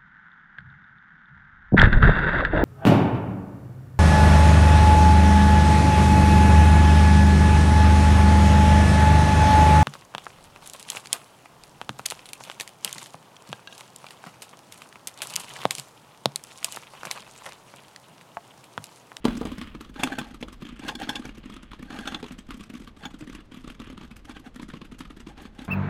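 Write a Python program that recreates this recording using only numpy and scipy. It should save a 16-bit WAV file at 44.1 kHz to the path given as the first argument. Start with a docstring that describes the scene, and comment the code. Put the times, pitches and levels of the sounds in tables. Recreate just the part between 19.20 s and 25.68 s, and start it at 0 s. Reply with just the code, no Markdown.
"""Popcorn pops in a covered steel pot on a glass stove top in a home kitchen.
Each kernel tears open with a short crackle and a puff of steam that rings the air under the lid.
The pot is shaken about once a second: it scrapes and the lid clanks. A few dull blows boom in the pot
and rumble the stove's frame. Pops, blows and strokes stir the corn over the sizzling oil;
split hulls leak steam, the heap rustles, and the house rumbles low throughout."""
import sys
import numpy as np
from scipy import signal
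from scipy.fft import rfft, irfft
from scipy.io import wavfile
from scipy.ndimage import uniform_filter1d

SR = 44100
rng = np.random.default_rng(int(sys.argv[2]) if len(sys.argv) > 2 else 0)


def persist_wave(psi):
    """Save psi, clipped to +-1, as 16-bit WAV."""
    counts = np.round(np.clip(psi, -1, 1) * 32767).astype(np.int16)
    wavfile.write(sys.argv[1], SR, np.atleast_2d(counts).T)


N = 285761
T = np.arange(8192) / SR  # time axis of one event, s
LEAD_S = .006  # tear before a pop, grind before a clank

# kernel bursts: t/s, crack/dB, treble re crack/dB, puff/dB, knock f/Hz
POPS = [(0.1532, -50, -5, -36, 1120), (0.1725, -51, 6, -32.5, 2500), (0.2705, -44.5, -11, -37, 980),
        (0.3178, -43.5, -11.5, -31, 1130), (0.382, -45.5, -4, -34.5, 2170), (0.4141, -38, -12, -33, 1120),
        (.473, -47.5, -16, -55, 3230), (0.5493, -46, -14, -36.5, 1170), (.609, -43.5, -9.5, -39.5, 1290),
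        (0.647, -49, -15, -78, 1284), (0.6963, -57, -8, -43, 1670), (0.761, -45.5, -26, -40, 1500),
        (0.795, -41, -15, -33.5, 3660), (0.8732, -36, -23, -37, 1590), (1.0141, -42, -17, -37, 1260),
        (1.0442, -50, -12, -64, 1240), (1.111, -53.5, -8, -43, 1970), (1.1439, -47, -9.5, -42.5, 1360),
        (1.211, -51.5, -3.5, -41, 2540), (1.2835, -46.5, -10.5, -41.5, 1360),
        (1.3281, -52.5, -2.5, -45, 1190), (1.4217, -45, -13, -35.5, 1280), (1.452, -47.5, -12, -41, 3430),
        (1.468, -49, -12, -43, 3240), (1.4893, -47, -12, -41, 1280), (1.5259, -58, -10, -37.5, 2560),
        (1.564, -57, -8, -52, 1300), (1.5945, -47.5, -6, -40.5, 2880), (1.6341, -45.5, -15, -39.5, 1000),
        (1.6497, -51, -9, -37.5, 1530), (1.873, -48, -16, -36.5, 1410), (1.996, -51, -5, -33.5, 1100),
        (2.021, -49, -16, -44, 1500), (2.079, -57, -6, -44, 2600), (2.0919, -45, -16, -38.5, 2900),
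        (2.153, -57, -4.5, -59, 2710), (2.178, -53, -6.5, -38.5, 2770), (2.2375, -53.5, -20, -47, 1070),
        (2.258, -51.5, -9, -37.5, 2720), (2.299, -48, -11.5, -40.5, 1300), (2.3234, -52, -14, -44, 3470),
        (2.3394, -50.5, -6, -47, 3380), (2.365, -47.5, -10, -41.5, 1330), (2.431, -53, -5, -45, 1700),
        (2.5156, -47.5, -17, -45, 1560), (2.5329, -43.5, -19, -46.5, 1146), (2.595, -53.5, -10, -42, 1820),
        (2.627, -46, -11, -36.5, 2570), (2.656, -59, -12, -47, 1510), (2.7037, -42.5, -15, -40, 1710),
        (2.726, -44.5, -14, -41, 1190), (2.744, -49.5, -8, -40, 1510), (2.7628, -47, -15, -43, 1270),
        (2.789, -40, -13, -36.5, 1640), (2.808, -55, -1, -40.5, 2580), (2.855, -40, -19, -40, 1520),
        (2.922, -41, -18, -35.5, 1310), (3.0, -51, -11, -51, 2320), (3.041, -44, -16, -41, 970),
        (3.063, -48, -11, -46, 3500), (3.0832, -50.5, -7, -61, 3050), (3.1095, -49, -24, -37, 2750),
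        (3.1216, -51, -2.5, -42, 2170), (3.145, -57, -35, -54, 1340), (3.187, -48, -3.5, -42.5, 3250),
        (3.29, -53, -12, -39.5, 1250), (3.306, -39.5, -16, -40, 1270), (3.343, -53, -4.5, -39, 3370),
        (3.3737, -62, 2, -43, 3240), (3.399, -57, -7, -43.5, 2860), (3.408, -48, -8, -43, 1160),
        (3.4371, -53, -1, -70, 2650), (3.4997, -49.5, -7.5, -38.5, 2900), (3.538, -49.5, -8, -37.5, 2700),
        (3.5514, -48, -8, -36, 1160), (3.601, -57, -4, -40.5, 1410), (3.6196, -54.5, -10, -44.5, 2120),
        (3.6747, -46.5, -14, -46, 1470), (3.771, -57, -8, -48, 1230), (3.8343, -45, -29, -41, 1560),
        (3.9088, -54.5, -9, -54, 1220), (3.942, -50.5, -11, -39, 1440), (3.993, -61.5, 2, -66, 1900),
        (4.0093, -51, -4, -38.5, 3200), (4.025, -52.5, -27, -37.5, 2520), (4.0746, -49, -10, -39.5, 2060),
        (4.098, -50, -7, -38, 2470), (4.128, -50.5, -7, -48, 1720), (4.15, -46, -6, -42.5, 2830),
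        (4.1898, -55, -26, -45, 1830), (4.206, -54.5, -12, -57, 2870), (4.3197, -50.5, -12, -42.5, 3230),
        (4.3426, -49, -10.5, -43, 1190), (4.3718, -56.5, -5, -39.5, 3250), (4.444, -50, -13, -40, 1280),
        (4.4769, -45.5, -9, -40.5, 1330), (4.5006, -45, -11, -40, 3070), (4.5505, -56, -9, -49, 2300),
        (4.6, -45, -11, -37.5, 1270), (4.618, -48, -14, -44, 2900), (4.644, -54, -10, -55, 2820),
        (4.6727, -53, -10, -41.5, 1410), (4.7012, -51, -8, -40, 3050), (4.728, -54.5, -12, -43, 1200),
        (4.7776, -45.5, -16, -39.5, 1280), (4.8121, -48, -15, -46, 1160), (4.833, -52, -11, -43, 1140),
        (4.85, -55, -10, -43.5, 1610), (4.912, -50.5, -13, -42.5, 2610), (4.9657, -52.5, -2.5, -50, 2750),
        (5.0528, -53, -4.5, -49, 3260), (5.095, -44.5, -11, -38.5, 1550), (5.1664, -46, -19, -44.5, 3070),
        (5.199, -59.5, -2, -47, 1260), (5.265, -54, -15, -39.5, 1310), (5.3606, -48, -6.5, -39, 1950),
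        (5.397, -45.5, -21, -39.5, 1070), (5.4222, -57.5, 1, -42.5, 1820), (5.4297, -46, -12, -37.5, 2200),
        (5.488, -54, -3.5, -42.5, 1470), (5.5011, -46.5, -23, -49, 1900), (5.537, -45.5, -19, -36.5, 1150),
        (5.557, -58, -14, -47, 2820), (5.569, -52, -12, -45, 3080), (5.6158, -45, -26, -39.5, 1100),
        (5.65, -52.5, -9, -47, 2920), (5.7195, -51.5, -9.5, -41, 1290), (5.7462, -57.5, -12, -52, 2840),
        (5.79, -53.5, 1, -55, 3300), (5.806, -40, -17, -35, 1360), (5.8523, -49, -15, -48, 1280),
        (5.9037, -47.5, -14, -42.5, 1270), (5.9704, -55.5, -7, -45, 1860), (6.0028, -51, -5, -44, 2890),
        (6.0698, -48.5, -11, -37.5, 1240), (6.0889, -55.5, -6, -45, 1380), (6.1773, -49, -13, -49, 910),
        (6.204, -52, -19, -51, 1600), (6.2206, -60.5, 2, -43, 1280), (6.2536, -48, -15, -38.5, 1600),
        (6.3902, -46.5, -11, -38, 3920), (6.418, -53, -9, -39, 2300), (6.449, -53, -1.5, -49, 3660)]
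# dull blows under the lid: t/s, crack/dB, treble re crack/dB, boom/dB, body/dB, body f/Hz
THUDS = [(0.0436, -38.5, -15, -29.5, -36, 410), (0.0523, -25.5, -13.5, -16, -22, 470),
         (.082, -36.5, -16, -24, -51, 775), (0.212, -43, -11, -25.5, -32.5, 626),
         (0.253, -42, -7, -27, -41, 497), (1.2268, -34, -20, -33, -35, 566),
         (3.028, -42.5, -13.5, -35.5, -37.5, 550)]
# pushes and pulls of the pot: peak t/s, length/s, level/dB
STROKES = [(0.823, 0.16, -40), (0.911, 0.39, -41.5), (1.085, 0.15, -49), (1.679, 0.19, -39.5),
           (1.82, 0.11, -37), (1.929, 0.22, -42), (2.058, 0.062, -41.5), (2.787, 0.33, -42.5),
           (2.943, 0.25, -44.5), (3.851, 0.13, -44), (5.102, 0.078, -43), (5.163, 0.064, -50),
           (5.265, .08, -46), (6.104, 0.057, -47), (6.229, 0.19, -49.5), (6.428, 0.25, -51)]
# spectra of hull crack, steam fizz, air puff and steel scrape: f/Hz, level/dB
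CRACK = [(200, -50.5), (420, -2.5), (560, -16), (720, -12.5), (830, -6), (950, -2.5), (1200, 3.5),
         (1600, 0), (2100, -1), (2750, -1), (3400, 0), (4400, -9), (5600, -25), (8000, -58.5)]
FIZZ = [(3000, -9), (5200, 3), (6600, 3), (7300, 2), (8100, -0.5), (9800, -2), (11500, -4), (12600, -9.5),
        (14500, -10), (16000, -30)]
PUFF = [(40, -57), (110, -12.5), (180, -2), (245, 1), (320, -4), (400, -17), (600, -25), (1200, -63)]
SCRAPE = [(250, -26), (480, -4.5), (650, -4.5), (810, 6.5), (950, -7.5), (1080, -13.5), (1400, -5),
          (1570, -11), (1850, -8), (2300, -8), (2900, -28), (3450, -22), (4400, -24), (9000, -69)]


def amp(db):
    """Decibels to gain."""
    return 10 ** (np.asarray(db) / 20)


def unit(x):
    """Scale to rms 1."""
    return x / np.sqrt(np.mean(x ** 2) + 1e-20)


def struck(x, db, attack_s=.01):
    """Scale a blow so its attack has the given rms level."""
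    return x * amp(db) / np.sqrt(np.mean(x[:int(attack_s * SR)] ** 2) + 1e-20)


def read(points, hz):
    """Interpolate a table over log frequency."""
    f, value = np.transpose(points)
    return np.interp(np.log(hz + 1), np.log(f + 1), value)


def add(mix, s, sound):
    """Mix a sound in at s seconds."""
    part = mix[max(round(s * SR), 0):][:len(sound)]
    part += sound[:len(part)]


def colour(x, spectrum, size=2048):
    """Minimum-phase filter along the last axis."""
    log_gain = np.log(amp(read(spectrum, abs(np.fft.fftfreq(size, 1 / SR)))))
    taps = np.fft.ifft(np.exp(np.conj(signal.hilbert(log_gain)))).real
    taps = taps.reshape((1,) * (x.ndim - 1) + (-1,))
    return signal.fftconvolve(x, taps, axes=-1)[..., :x.shape[-1]]


def highpass(x, hz):
    """Second-order low cut."""
    return signal.sosfilt(signal.butter(2, hz, "highpass", fs=SR, output="sos"), x)


def grains(per_s, spread_db):
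    """Random train of tiny clicks of uneven size."""
    size = amp(spread_db * np.minimum(rng.exponential(1, N), 4))
    return unit(size * rng.standard_normal(N) * (rng.random(N) < per_s / SR))


def clumped(x, clump_db, size=130):
    """Break a hiss into snaps about size samples long."""
    lumps = uniform_filter1d(uniform_filter1d(rng.standard_normal(x.shape), size), size)
    return x * amp(clump_db * np.clip(unit(lumps), -2, 2))


def swells(rows):
    """Envelope of Hann bumps; rows: peak t/s, length/s, level/dB."""
    out = np.zeros(N)
    for s, length_s, db in rows:
        add(out, s - length_s / 2, amp(db) * np.hanning(int(length_s * SR)))
    return out


def hollow(x, hz, width_hz):
    """One short resonance of a gap in the corn or a slit in a hull."""
    return signal.fftconvolve(x, np.sin(2 * np.pi * hz * T) * np.exp(-np.pi * width_hz * T))[:len(x)]


def house_rumble(level_db=-49):
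    """Low steady background of the house."""
    # background spectrum: f/Hz, level/dB
    spectrum = [(10, -9), (25, -7.5), (42, -0.5), (62, -9.5), (100, -14.5), (200, -18), (400, -26),
                (1000, -34), (4000, -46.5), (16000, -72)]
    gain = amp(read(spectrum, np.fft.rfftfreq(N, 1 / SR)))
    return amp(level_db) * unit(irfft(rfft(rng.standard_normal(N)) * gain, N))


def stirred(jolts, stir_db, settle_s):
    """Power of the corn's motion: jumps at each jolt (t/s, level/dB), then decays."""
    kicks = np.zeros(N)
    for s, db in jolts:
        add(kicks, s, amp([db + stir_db]) ** 2)
    return signal.lfilter([1], [1, -np.exp(-2 / (settle_s * SR))], kicks)


def simmer(oil_db=-73, sizzle_db=2, fizz_db=-14, murmur_db=2.5, tick_s=.0025):
    """Oil spits steadily; jolted corn ticks against the wall and stirs the air in the pot."""
    by_pops = stirred([(s, db) for s, db, *_ in POPS], stir_db=-5.5, settle_s=.018)
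    by_strokes = stirred([(s, db) for s, _, db in STROKES], stir_db=-11, settle_s=.02)
    by_thuds = stirred([(s, db) for s, _, _, db, _, _ in THUDS], stir_db=-30.5, settle_s=.17)
    motion = np.sqrt(amp(oil_db) ** 2 + by_pops + by_strokes + by_thuds)
    tick_power = signal.fftconvolve(grains(per_s=1100, spread_db=1) ** 2, np.exp(-T / tick_s))[:N]
    ticks = np.sqrt(abs(tick_power)) * rng.standard_normal(N)
    sizzle = amp(sizzle_db) * unit(colour(ticks, CRACK))
    fizz = amp(fizz_db) * unit(colour(clumped(ticks, clump_db=1.5), FIZZ))
    murmur = amp(murmur_db) * unit(colour(grains(per_s=400, spread_db=1), PUFF))
    return motion * (sizzle + fizz + murmur)


def slumps(gain_db=-6, squeak_db=-2):
    """The heap slumps: dry flakes rub over each other."""
    # rustles of the heap: peak t/s, length/s, level/dB
    rustles = [(.03, .06, -57), (.2, 0.35, -56), (.44, 0.38, -50.5), (1.52, 0.36, -55.5), (2.33, 1, -58),
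               (3.39, 0.37, -61.5), (4.15, 0.23, -56.5), (4.37, 0.12, -53.5), (4.67, 0.27, -54)]
    rub = colour(grains(per_s=1200, spread_db=-6.5), CRACK)
    squeak = amp(squeak_db) * unit(hollow(rub, hz=3200, width_hz=900))
    return swells(rustles) * amp(gain_db) * (unit(rub) + squeak)


def cracks(count, fall_s, tail_db, tail_s, spiky):
    """A few sharp hull cracks, then weak scatter among the corn; one row per event."""
    noise, size = np.moveaxis(rng.standard_normal((count, len(T), 2)), 2, 0)
    varied_fall_s = fall_s * rng.uniform(.75, 1.35, (count, 1))
    envelope = np.exp(-T / varied_fall_s) + amp(tail_db) * np.exp(-T / tail_s)
    return noise * np.exp(spiky * size) * envelope


def thuds(push_db=3, push_hz=250, push_s=.0091, shudder_db=-9, shudder_s=.02):
    """A sharp hit and a heavy push of air; the pot's low modes boom and the stove top shudders."""
    # low modes of the pot on the stove: f/Hz, level/dB, t60/s
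    low_modes = [(195, -40, 0.072), (230, 4, 0.1), (279, 7, 0.037), (428, -17, 0.093), (781, -12, 0.12),
                 (1160, -8.5, 0.041)]
    # stove top spectrum: f/Hz, level/dB
    stove_top = [(90, -58), (160, 14), (240, 7), (330, 11.5), (450, -17), (600, 5), (820, 1), (950, 3.5),
                 (1150, -1), (1500, -7), (3000, -45)]
    out = np.zeros(N)
    hits = cracks(len(THUDS), fall_s=.00023, tail_db=-1.5, tail_s=.0042, spiky=1)
    push = -amp(push_db) * np.sin(2 * np.pi * push_hz * T) * np.exp(-T / push_s)
    for (s, crack_db, treble_db, boom_db, body_db, body_hz), hit in zip(THUDS, hits):
        boom = sum(-amp(db - 60 * T / t60_s) * np.sin(2 * np.pi * hz * rng.uniform(1, 1.03) * T)
                   for hz, db, t60_s in low_modes)
        shudder = unit(colour(rng.standard_normal(len(T)), stove_top)) * np.exp(-T / shudder_s)
        crack = colour(hit, CRACK)
        add(out, s, struck(highpass(boom + push, hz=170), boom_db))
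        add(out, s, amp(boom_db + shudder_db) * shudder)
        add(out, s, struck(crack, crack_db) + struck(colour(hit, FIZZ), crack_db + treble_db))
        add(out, s, struck(hollow(crack, body_hz, width_hz=275), body_db))
    return out


def stove_rumble(gain_db=-23, fade_s=.25):
    """The heavy blows set the stove's frame rumbling."""
    # frame spectrum: f/Hz, level/dB
    frame = [(10, -34), (28, 0), (62, -3), (95, -2), (160, -63), (500, -21), (2000, -49)]
    out, t = np.zeros(N), np.arange(SR) / SR
    for s, _, _, boom_db, _, _ in THUDS:
        rumble = unit(colour(rng.standard_normal(SR), frame))
        add(out, s, amp(boom_db + gain_db) * rumble * np.exp(-t / fade_s))
    return out


def puffs(count, air_hz, ring_s, scatter_db, scatter_s, pitch_spread):
    """A push rings the air under the lid; pitch varies with where it happens."""
    hz = air_hz * np.exp(pitch_spread * rng.standard_normal((count, 1)))
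    ring = -np.sin(2 * np.pi * hz * T) * np.exp(-T / ring_s)
    scatter = colour(rng.standard_normal((count, len(T))) * np.exp(-T / scatter_s), PUFF)
    return highpass(unit(ring) + amp(scatter_db) * unit(scatter), hz=140)


def pops(usual_db=-48, halving_db=13, knock_db=-1, fizz_db=-1, whistle_db=-6, swell_s=.016):
    """A hull tears, then bursts: crack, hollow knock, steam whistling through the slit, puff."""
    out, count = np.zeros(N), len(POPS)
    excess_db = np.array(POPS)[:, 1:2] - usual_db
    fall_s = .004 / 2 ** (excess_db / halving_db)  # strong bursts end sooner
    snap = cracks(count, fall_s, tail_db=-17, tail_s=.014, spiky=.7)
    spit = clumped(cracks(count, fall_s=.004, tail_db=-10, tail_s=.011, spiky=.7), clump_db=2.5)
    air = puffs(count, air_hz=253.3, ring_s=.0091, scatter_db=-1.5, scatter_s=.0046, pitch_spread=.11)
    swell = np.exp(np.minimum(T - LEAD_S, 0) / swell_s) * (T < LEAD_S)
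    tear = rng.standard_normal(snap.shape) * swell
    slits_hz = rng.uniform(5200, 14000, count)
    layers = zip(POPS, slits_hz, colour(snap, CRACK), colour(spit, FIZZ),
                 colour(tear, CRACK), colour(tear, FIZZ), air)
    for (s, db, treble_db, puff_db, knock_hz), slit_hz, crack, fizz, rip, hiss, puff in layers:
        knock = amp(knock_db) * unit(hollow(crack, knock_hz, width_hz=220))
        whistle = amp(whistle_db) * unit(hollow(fizz, slit_hz, width_hz=600))
        tear_db = min(-8 - .9 * (db - usual_db), 0) - 5  # strong bursts come more suddenly
        add(out, s - LEAD_S, amp(tear_db) * (struck(rip, db + 4.5) + struck(hiss, db + treble_db)))
        add(out, s - .001, struck(puff, puff_db))
        add(out, s, struck(unit(crack) + knock, db))
        add(out, s, struck(unit(fizz) + whistle, db + treble_db + fizz_db))
    return out


def leaks(fizz_db=-7):
    """A split hull sputters steam into the oil without bursting."""
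    # steam leaks: peak t/s, length/s, level/dB
    sputters = [(.355, 0.038, -63), (.745, 0.028, -55), (.81, 0.047, -49), (1.08, 0.043, -57),
                (1.275, 0.011, -72), (1.34, 0.026, -53.5), (1.412, 0.023, -55), (1.725, 0.024, -65),
                (3.27, 0.017, -59), (3.465, 0.037, -58), (3.575, 0.032, -55), (3.645, 0.06, -61),
                (3.80, 0.054, -58.5), (4.045, 0.019, -51.5), (4.255, 0.022, -62), (4.415, 0.11, -63),
                (4.525, 0.025, -60), (4.88, .02, -63), (4.995, 0.025, -58.5), (5.115, .03, -53),
                (5.145, 0.022, -68), (5.30, 0.018, -72), (5.345, 0.019, -59), (5.875, 0.022, -67),
                (6.035, 0.015, -79), (6.355, 0.021, -62)]
    jet = clumped(rng.standard_normal(N), clump_db=4)
    fizz = amp(fizz_db) * unit(colour(jet, FIZZ))
    return swells(sputters) * (unit(colour(jet, CRACK)) + fizz + unit(colour(jet, PUFF)))


def steel(x, damping, contact_db, spread_db, spot_hz, favour_db, detune, damped_hz=7000):
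    """Wall modes ring over the dry contact; the spot favours some and detunes them."""
    # wall and lid modes: f/Hz, base width/Hz, level/dB
    modes = [(825, 47, 0.5), (1054, 43, -4), (1537, 99, -1.5), (1653, 31, 2.5), (2286, 52, -1.5),
             (2636, 144, -3.5), (2834, 27, -13.5), (3195, 50, -6), (3478, 81, 1.5), (4026, 40, -12.5),
             (4340, 180, -10), (5230, 27, -8), (5700, 80, -20.5), (6280, 110, -13), (6820, 20, -8.5)]
    # dry contact spectrum: f/Hz, level/dB
    contact = [(200, -9), (450, 4.5), (800, 6), (1100, 7.5), (1550, 14), (2100, -0.5), (3400, 13),
               (4600, -33), (8000, -51)]
    ring = np.zeros(len(T))
    for hz, width_hz, db in modes:
        boost_db = favour_db * np.exp(-(np.log(hz / spot_hz) / .15) ** 2)
        gain = amp(db + boost_db + spread_db * rng.standard_normal()) * width_hz
        decay = np.exp(-np.pi * width_hz * damping * (1 + hz / damped_hz) * T)
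        detuned_hz = hz * (1 + detune * rng.standard_normal())
        ring += gain * decay * np.sin(2 * np.pi * (detuned_hz * T + rng.random()))
    return unit(signal.oaconvolve(x, ring)[:len(x)]) + amp(contact_db) * unit(colour(x, contact))


def sliding(scrape_db=-3.5, ring_db=-3, fizz_db=-22):
    """The base rasps over the glass; the contact wanders among spots that ring the wall differently."""
    slips = grains(per_s=3000, spread_db=1.8)
    ring = sum(steel(clumped(slips, clump_db=5, size=700), damping=1, contact_db=-18, spread_db=2,
                     spot_hz=hz, favour_db=11, detune=.018) for hz in (800, 850, 900, 1550))
    scrape = amp(scrape_db) * unit(colour(slips, SCRAPE))
    fizz = amp(fizz_db) * unit(colour(slips, FIZZ))
    return swells(STROKES) * (scrape + amp(ring_db) * unit(ring) + fizz)


def clanks(fizz_db=-9, puff_db=-4, grind_db=-14, spiky=.64):
    """The lid grinds along the rim, then chatters: a square blow is sudden, a glancing one swells."""
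    # lid blows: t/s, ring/dB, treble re ring/dB, boom/dB, rise/s, chatter/s, favoured f/Hz
    blows = [(0.8336, -21.5, -1, -23, 0.00069, .0045, 3040),
             (0.9191, -32.5, -13, -26.5, 0.0014, .011, 1480),
             (0.984, -29.5, -5.5, -26, 0.0012, 0.0073, 2880),
             (1.6785, -32.5, -1, -33.5, 0.0039, 0.0079, 3500), (1.6882, -32, -20, -34, 0.0016, 0.006, 850),
             (1.751, -36.5, -5, -34, 0.002, 0.0031, 1650), (1.799, -43.5, 0, -38, 0.0013, 0.0021, 850),
             (1.8276, -41, -9, -30, 0.0034, 0.0058, 1520),
             (1.8906, -26.5, -2, -27.5, 0.00067, 0.0074, 4130),
             (1.953, -31.5, -5, -33.5, 0.0059, 0.0041, 1650),
             (2.0524, -42.5, -2, -33, 0.0011, 0.0025, 1100),
             (2.8727, -29.5, -7.5, -32.5, 0.00054, 0.0092, 1550),
             (2.944, -30, -20, -32, 0.0013, 0.0043, 3500), (3.8527, -34.5, -8, -34, 0.00056, 0.0048, 865)]
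    out = np.zeros(N)
    air = puffs(len(blows), air_hz=263, ring_s=.0083, scatter_db=-2, scatter_s=.015, pitch_spread=.093)
    for (s, db, treble_db, boom_db, rise_s, chatter_s, hz), puff in zip(blows, air):
        noise, size = rng.standard_normal((2, len(T)))
        envelope = (1 - np.exp(-T / rise_s)) ** 2 * np.exp(-T / chatter_s)
        hit = noise * np.exp(spiky * size) * envelope
        ring = steel(hit, damping=1.15, contact_db=-4, spread_db=3, spot_hz=hz,
                     favour_db=4, detune=.0077)
        fizz = struck(colour(hit, FIZZ), db + treble_db + fizz_db)
        add(out, s, struck(ring, db) + fizz + struck(puff, boom_db + puff_db))
        grind = rng.standard_normal(len(T)) * T * (T < LEAD_S)
        add(out, s - LEAD_S, struck(colour(grind, SCRAPE), db + grind_db))
    return out


def covered_pot(x):
    """The closed pot rings along with all that sounds in it."""
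    # air, wall and lid resonances: f/Hz, width/Hz, level/dB
    modes = [(429.4, 8.5, -6.5), (867, 42, -16), (3220, 43, -41), (4930, 23, 3.5), (6120, 33, -6.5),
             (6400, 24, -2.5), (6890, 32, -12.5), (8070, 70, 4.5), (9100, 130, -16), (10500, 89, -36),
             (11140, 100, -5)]
    ring = sum(amp(db) * 2 * np.pi * width_hz / SR * np.exp(-np.pi * width_hz * T)
               * np.cos(2 * np.pi * hz * T) for hz, width_hz, db in modes)
    return x + signal.fftconvolve(x, ring)[:N]


def kitchen(x, wet_db=-16.5, size=256):
    """Sparse reflections, each band decaying at its own rate."""
    # room decay: f/Hz, t60/s
    decay_times = [(150, 0.46), (500, .3), (2000, 0.1), (6000, 0.15), (15000, 0.14)]
    taps = rng.standard_normal(SR // 2) * (rng.random(SR // 2) < .08)
    taps[:size * 2] = 0  # pre-delay
    hz, t, bands = signal.stft(taps, SR, nperseg=size)
    decay = amp(-60 * t / read(decay_times, hz)[:, None])
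    tail = signal.istft(bands * decay, SR, nperseg=size)[1]
    return x + amp(wet_db) * signal.fftconvolve(x, tail / np.linalg.norm(tail))[:N]


def scene():
    """The pot in the kitchen over stove and house rumble; mono."""
    pot = covered_pot(pops() + clanks() + thuds() + sliding() + leaks() + slumps() + simmer())
    return (kitchen(pot) + stove_rumble() + house_rumble())[None]


def record(dry):
    """Steep low-pass."""
    edge_hz = 16100
    low_pass = signal.firwin(511, edge_hz, window=("kaiser", 9), fs=SR)
    return signal.oaconvolve(dry, low_pass[None], "same")


dry = scene()
out = record(dry)
persist_wave(out)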